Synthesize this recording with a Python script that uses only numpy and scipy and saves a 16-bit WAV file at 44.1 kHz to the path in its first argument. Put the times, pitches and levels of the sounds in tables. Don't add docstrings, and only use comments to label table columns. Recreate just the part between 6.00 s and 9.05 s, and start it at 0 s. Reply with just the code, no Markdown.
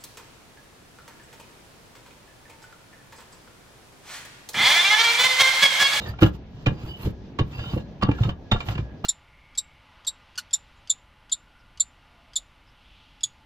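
import sys
import numpy as np
from scipy import signal
from scipy.fft import rfft, irfft, next_fast_len
from scipy.io import wavfile

SR = 44100
rng = np.random.default_rng(int(sys.argv[2]) if len(sys.argv) > 2 else 0)


def wav_out(sig):
    wavfile.write(sys.argv[1], SR, np.round(np.clip(np.atleast_2d(sig).T, -1, 1) * 32767).astype(np.int16))


def decibels_to_gain(level_db):
    exponent = np.asarray(level_db, float) / 20
    return 10 ** exponent


N = 134505

# pitch_hz, level_db, t60_s
TOOL_MODES = [(716.3, -6.5, 0.053), (870, -3, 0.022), (1126, 0, 0.021), (1390, -6.5, 0.034),
              (1670, -11, 0.099), (1983, -16.5, 0.016), (2370, -9, 0.044), (2820, 1.5, 0.055),
              (3060, -1.5, 0.052), (3300, -19.5, 0.035), (3650, -9.5, 0.085), (4200, -13, 0.034),
              (4830, -25.5, 0.15), (6740, -38, 0.06)]


def rms_one(x):
    return x / np.sqrt(np.mean(x ** 2) + 1e-20)


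def at_hz(points, hz):
    points = np.array(points)
    return np.interp(np.log(hz + 1), np.log(points[:, 0]), points[:, 1])


def coloured(x, spectrum):
    hz = np.fft.rfftfreq(N, 1 / SR)
    low_end = 1 / (1 + (spectrum[0][0] / (hz + 1)) ** 8)
    high_end = 1 / (1 + (hz / spectrum[-1][0]) ** 16)
    return rms_one(irfft(rfft(x) * decibels_to_gain(at_hz(spectrum, hz)) * low_end * high_end, N))


def drift(rate_hz):
    r = np.exp(-2 * np.pi * rate_hz / SR)
    noise = rng.standard_normal(N + SR)
    return rms_one(signal.lfilter([1], [1, -2 * r, r * r], noise)[SR:])


def ring(clicks, hz, t60_s):
    r, w = decibels_to_gain(-60 / (t60_s * SR)), 2 * np.pi * hz / SR
    return signal.lfilter([0, np.sin(w)], [1, -2 * r * np.cos(w), r * r], clicks + 1e-18)


def swell(start_s, level_db, pitch_hz, t60_s, rise_s):
    out, t = np.zeros(N + SR), np.arange(SR // 4) / SR
    for start, db, hz, t60 in np.broadcast(start_s, level_db, pitch_hz, t60_s):
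        envelope = decibels_to_gain(db - 60 * t / t60) * (1 - np.exp(-(t / rise_s) ** 2))
        out[int(start * SR):][:len(t)] += envelope * np.sin(2 * np.pi * hz * t)
    return out[:N]


def wide(x):
    likeness = 0.15
    mid = np.sqrt(1 + likeness) * x[0]
    side = np.sqrt(1 - likeness) * x[1] * np.array([[1], [-1]])
    return (mid + side) / np.sqrt(2)


def air():
    # pitch_hz, level_db
    murmur_spectrum = [(30, -6), (140, -1), (900, -22.5), (1100, -29.5), (3300, -34), (6000, -43),
                       (9500, -74.5), (15500, -56)]
    # pitch_hz, likeness (0-1)
    likeness = [(60, 0.84), (240, 1), (950, 0.42), (3770, 0.03), (15000, 0.6)]
    hz = np.fft.rfftfreq(N, 1 / SR)
    alike = np.clip(at_hz(likeness, hz), 0, 1)
    mid, side = rfft(rng.standard_normal((2, N)))
    pair = np.sqrt(1 + alike) * mid + np.sqrt(1 - alike) * side * [[1], [-1]]
    noise = rfft(coloured(irfft(pair, N), murmur_spectrum))
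    octave = np.clip(np.log2(hz / 40 + 1e-3), 0, 8)
    murmur = 0
    for k in range(9):
        band = np.clip(1 - np.abs(octave - k), 0, 1)
        murmur = murmur + irfft(noise * band, N) * decibels_to_gain(2.0 * drift(5.0))
    whistle = rms_one(ring(rng.standard_normal(N), 1668, 0.15))
    return decibels_to_gain(-42.5) * murmur + whistle * decibels_to_gain(-74.5 + 3.0 * drift(3.0))


def strokes():
    # start_s, length_s, level_db, fizz_db
    slides = [(-.1, 0.25, -44.5, -58.5), (0.056, 0.062, -51.5, -52), (0.202, 0.043, -33, -37),
              (0.226, 0.082, -43.5, -52), (0.317, 0.06, -52, -64), (0.449, 0.46, -56, -73),
              (0.765, 0.22, -49, -58), (0.96, 0.17, -43.5, -49), (1.429, 0.27, -48.5, -62.5),
              (1.607, 0.23, -45, -58), (2.067, 0.16, -53.5, -81.5), (2.125, 0.21, -45, -60.5),
              (2.524, .13, -47, -82), (2.625, 0.14, -41.5, -53), (2.717, 0.16, -55, -75)]
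    rise_share = 0.56
    t, out = np.arange(N) / SR, np.zeros((2, N))
    for start, length, db, fizz_db in slides:
        u = (t - start) / length
        pressure = np.clip(np.minimum(u / rise_share, (1 - u) / (1 - rise_share)), 0, 1)
        out += decibels_to_gain([[db], [fizz_db]]) * pressure
    return out


def shaving(weight, fizz):
    # pitch_hz, level_db
    hiss_spectrum = [(300, 1.5), (700, -2.5), (1400, -8.5), (2200, -12), (3000, -7), (5000, -12),
                     (7700, -21), (8300, -43)]
    # pitch_hz, level_db
    fizz_spectrum = [(8000, -11), (10500, -13.5), (12000, -4), (13500, -5.5), (15600, 6.5)]
    grains_per_s, grain_spread_db = 1800, 2.65
    grains = (rng.random((2, N)) < grains_per_s / SR).astype(float)
    grains *= decibels_to_gain(grain_spread_db * np.minimum(rng.exponential(1, (2, N)), 4))
    grains *= rng.choice([-1, 1], (2, N))
    grains = rms_one(grains) + 1.2 * rng.standard_normal((2, N))
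    sing = 0
    for hz, _, t60 in TOOL_MODES[2:-2]:
        patches = decibels_to_gain(4 * drift(5.0) + at_hz(hiss_spectrum, hz))
        sing = sing + rms_one(ring(grains[0], hz, 0.5 * t60)) * patches
    hiss = wide(coloured(grains, hiss_spectrum)) + decibels_to_gain(-4) * rms_one(sing)
    shaved = weight * decibels_to_gain(2.0 * drift(21)) * hiss
    return shaved + fizz * decibels_to_gain(2.2 * drift(28)) * wide(coloured(grains, fizz_spectrum))


def songs():
    # start_s, length_s, from_hz, to_hz, level_db
    streaks = [(-.02, 0.037, 3980, 3980, -40), (.015, 0.037, 3720, 3710, -43),
               (.05, 0.062, 1844, 1770, -43), (.06, 0.056, 4810, 4680, -51), (.0, 0.056, 2850, 2900, -49),
               (.72, 0.13, 4740, 4820, -64), (.77, 0.091, 2620, 2480, -57), (.86, 0.075, 4700, 4830, -55),
               (.88, .1, 2980, 2970, -42), (.96, .13, 3000, 2760, -61), (1.52, 0.14, 2650, 2790, -46),
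               (1.58, 0.16, 2940, 3050, -43.5), (1.53, 0.14, 4790, 4750, -55),
               (1.62, 0.13, 3700, 3680, -51), (1.69, 0.048, 4830, 4670, -55.5),
               (1.63, 0.1, 1390, 1390, -53), (1.69, 0.075, 2860, 2680, -50), (1.78, 0.088, 4130, 4130, -66),
               (2.1, 0.13, 1672, 1680, -48.5), (2.515, 0.033, 7100, 7260, -51.5),
               (2.59, 0.054, 7200, 7200, -63), (2.7, 0.084, 4700, 4830, -63),
               (2.8, 0.13, 1650, 1668, -59.5)]
    width_hz = 80
    t, out = np.arange(N) / SR, np.zeros(N)
    sway, skew = 0.8 * drift(width_hz), 0.8 * drift(width_hz)
    for k, (start, length, from_hz, to_hz, db) in enumerate(streaks):
        u = np.clip((t - start) / length, 0, 1)
        phase = 2 * np.pi * np.cumsum(from_hz + (to_hz - from_hz) * u) / SR
        shift = k * SR // 7
        waver = np.sin(phase) * (0.78 + np.roll(sway, shift)) + np.cos(phase) * np.roll(skew, shift)
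        out += decibels_to_gain(db) * np.sqrt(np.sin(np.pi * u).clip(0)) * waver
    return out


def bench(weight):
    # start_s, peak_db, hardness_db_per_octave, sway_db
    jolts = [(0.09, -27.5, -14, -33), (0.219, -0.5, 3.5, -34), (0.227, -7, -0.5, -30),
             (0.665, -12.5, 2, -14.5), (0.714, -24.5, 1.5, -36), (0.834, -26, -13.5, -28),
             (1.04, -26.5, -3, -21), (1.051, -15, -3.5, -41), (1.066, -17.5, 2, -32), (1.39, -12, -1, -48),
             (1.405, -13.5, 0.5, -18.5), (1.586, -27, -11, -28), (1.73, -16.5, -6, -46),
             (1.762, -13, 1.5, -43), (2.025, -10.5, 0, -19), (2.083, -8.5, 0.5, -25),
             (2.204, -13.5, -6.5, -24), (2.249, -15, -5.5, -51), (2.278, -16.5, 0.5, -23),
             (2.516, -10, -4, -13), (2.545, -36, 12, -19.5), (2.677, -22, -4, -42), (2.696, -26, -17, -37),
             (2.756, -19.5, -10, -48), (2.789, -16.5, -3.5, -33), (3.041, -20.5, -1, -2.5)]
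    # pitch_hz, level_db, t60_s
    bench_modes = [(62.2, -10.5, 0.51), (78.8, -10.5, 0.3), (108.4, 5.5, 0.1), (137.7, 1.5, 0.13),
                   (180.3, -8.5, 0.21), (209.2, -4.5, 0.1), (303.6, -4, 0.067), (357, -4.5, 0.042),
                   (416.7, -12, 0.086), (513, -6, 0.053), (598, -16, 0.039)]
    push_s = 0.00747
    colour = rng.normal(0, 1, (len(jolts), len(bench_modes)))
    late = rng.random((len(jolts), len(bench_modes)))
    start, db, hardness_db, sway_db = np.transpose(jolts)
    at, shoves = (start * SR).astype(int), np.zeros(N)
    shoves[at] = decibels_to_gain(sway_db)
    slow_rise = signal.butter(2, 22.9, fs=SR, output="sos")
    sway = signal.sosfilt(slow_rise, ring(shoves, 31, 0.18))
    rub = rng.standard_normal(N) * weight * decibels_to_gain(-18.5 + drift(26))
    out = 0
    for k, (hz, level_db, t60) in enumerate(bench_modes):
        pushes = rub * decibels_to_gain(level_db - 4.8 * np.log2(hz / 100))
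        push_db = db - 8.0 + level_db + 3.16 * colour[:, k] + hardness_db * np.log2(hz / 130)
        pushes[np.minimum(at + (late[:, k] * push_s * SR).astype(int), N - 1)] += decibels_to_gain(push_db)
        out += ring(pushes, hz, t60)
    return sway + signal.sosfilt(signal.butter(2, [60, 700], "band", fs=SR, output="sos"), out)


def knocks():
    # start_s, peak_db, favoured_hz, dullness (0-1)
    hits = [(0.093, -48, 1710, 0), (.136, -36, 1390, 1), (.189, -26.5, 2370, 0.62), (0.213, -26.5, 3060, 0),
            (.222, -14, 1390, 0.34), (.231, -10.5, 2870, 0.36), (.261, -22, 3300, 0.7),
            (0.661, -11, 2435, 0.3), (1.031, -39.5, 4200, 0.4), (1.388, -15, 1119, 0.1),
            (1.592, -30, 1670, 0.14), (1.64, -33.5, 1390, 0.7), (1.734, -28, 1140, 1),
            (1.776, -26.5, 2820, 0.65), (2.023, -15.5, 1172, 0.34), (2.066, -31, 3300, 0.8),
            (2.087, -19.5, 870, 0.83), (2.113, -24, 2370, 0.4), (2.185, -27.5, 1400, 0.83),
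            (2.235, -31, 2820, 0.67), (2.292, -21.5, 3060, 0.48), (2.515, -11, 3650, 0.3),
            (2.56, -22.5, 1390, 0.74), (2.604, -24.5, 2370, 0.03), (2.686, -23.5, 2820, 0),
            (2.752, -30.5, 2820, 0.15), (2.234, -27.5, 3650, 0.2), (2.072, -33, 1280, 1),
            (2.779, -26, 2370, 0.47), (3.044, -16, 2820, 0.76), (2.013, -31.5, 1120, 0.3),
            (2.282, -36, 924, 0.6), (2.518, -14, 1148, 0.74), (2.026, -17.5, 1140, 1),
            (2.25, -30, 1280, 0.7), (.68, -22, 1670, 0.87)]
    # pitch_hz, level_db
    favour = [(800, -9.5), (1200, -0.5), (2800, 1.5), (4200, 12.5)]
    # pitch_hz, level_db (per Hz)
    crack_spectrum = [(400, -8.5), (1200, -5.5), (3500, -12), (7500, -30.5), (8500, -64), (11000, -44),
                      (15700, -38.5)]
    rattle_s, lead = 0.014, 0.45
    dull_db_per_octave, crack_db, crack_t60_s = 6.5, -24, 0.057
    start, db, favoured_hz, dull = np.transpose(hits)

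    when, size = rng.random((len(hits), 12)), rng.normal(0, 1, (len(hits), 12))
    size = size * np.minimum((when / lead) ** 2, (1.2 - when) / (1.2 - lead))
    when = rattle_s * (when - lead)
    at = np.minimum(((start[:, None] + when) * SR).astype(int), N - 1)
    out = np.zeros(N)
    for k, (hz, level_db, t60) in enumerate(TOOL_MODES):
        clicks = np.zeros(N)
        gain = decibels_to_gain(db - 6 + level_db - dull_db_per_octave * dull * np.log2(hz / 1200))
        summed = np.abs(np.sum(size * np.exp(2j * np.pi * hz * at / SR), axis=1)) + 0.5
        np.add.at(clicks, at, (gain / summed)[:, None] * size)
        out += ring(clicks, hz, t60) * (-1) ** k

    swell_s = 0.003876
    favoured_db = db + 3 + at_hz(favour, favoured_hz)
    favoured_db = favoured_db - dull_db_per_octave * dull * np.log2(favoured_hz / 1200)
    favoured_t60_s = 0.049 * np.sqrt(1200 / favoured_hz)
    out += swell(start - swell_s / 2, favoured_db, favoured_hz, favoured_t60_s, swell_s)

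    cracks, share = np.zeros((2, N)), np.clip(dull, 0, 1)[:, None]
    crack_size = decibels_to_gain(db + crack_db)[:, None] * np.abs(size)
    np.add.at(cracks[0], at, crack_size * (1 - share))
    np.add.at(cracks[1], at, crack_size * share)
    cracks[0, (start * SR).astype(int)] += decibels_to_gain(db - 12.5) * (1 - share[:, 0])
    bright, dark = signal.lfilter([1], [1, -decibels_to_gain(-60 / (crack_t60_s * SR))], cracks)
    noise = wide(coloured(rng.standard_normal((2, N)), crack_spectrum))
    return out + bright * noise + signal.lfilter(*signal.butter(2, 1800, fs=SR), dark * noise)


def thuds():
    # start_s, peak_db, pitch_hz, t60_s
    clamp_thuds = [
        (0.22, -1.5, 325, 0.076),
        (.23, -8, 398, 0.054),
        (0.238, -24, 306, 0.051),
        (1.063, -40, 402, 0.043),
        (1.765, -25, 483, .04),
        (1.744, -25, 253, 0.05),
        (2.085, -11.5, 286.3, 0.076),
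        (2.217, -17, 131.4, .2),
        (2.279, -27.5, 567, 0.061),
        (2.518, -19.5, 744, 0.033),
    ]
    return swell(*np.transpose(clamp_thuds), 0.0038)


def fibre_snap():
    click = np.zeros(N)
    click[int(2.035 * SR)] = decibels_to_gain(-19)
    return ring(click, 4560, 0.0073)


def ports_and_room(x, left_lag_s):
    # pitch_hz, left_over_right_db
    lean = [(60, 1.5), (180, -1), (350, 0), (700, -6), (1650, -1.5), (4970, -3.5), (9000, 12.5), (15000, 0)]
    room_t60_s, wall_cut_hz, room_low_hz = 0.42, 1780, 270
    size = next_fast_len(N + SR)
    hz, spectrum = np.fft.rfftfreq(size, 1 / SR), rfft(x, size)
    half = decibels_to_gain(at_hz(lean, hz) / 2)
    lag_s = left_lag_s / (1 + (400 / (hz + 1)) ** 2)
    direct = np.array([half * np.exp(-2j * np.pi * hz * lag_s), 1 / half])
    room = np.zeros((2, len(hz)), complex)
    thin = decibels_to_gain(-9.5) / (1 + (room_low_hz / (hz + 1)) ** 2)
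    for k, lag in enumerate(rng.uniform(0.0065, 0.04, 16)):
        loss = decibels_to_gain(-60 * lag / room_t60_s * (2.0 + hz / wall_cut_hz))
        loop = loss * np.exp(-2j * np.pi * hz * lag)
        room[k % 2] += thin * loop / (1 - loop) * (-1) ** (k // 2)
    return irfft(direct * spectrum + room * spectrum[::-1], size)[:, :N]


def scene():
    weight, fizz = strokes()
    tool = knocks() + fibre_snap() + songs() + shaving(weight, fizz)
    wood = bench(weight) + thuds()
    wood = wood * decibels_to_gain([[-0.5], [0.5]])
    return ports_and_room(tool, 0.00017) + ports_and_room(wood, 0.00045) + air()


def top_cut(x):
    return signal.sosfilt(signal.butter(12, 15880, fs=SR, output="sos"), x)


def record(dry):
    rounded = np.tanh(dry)
    mix = signal.sosfilt(signal.cheby2(10, 45, 16000, fs=SR, output="sos"), rounded)
    return top_cut(mix)


dry = scene()
out = record(dry)
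wav_out(out)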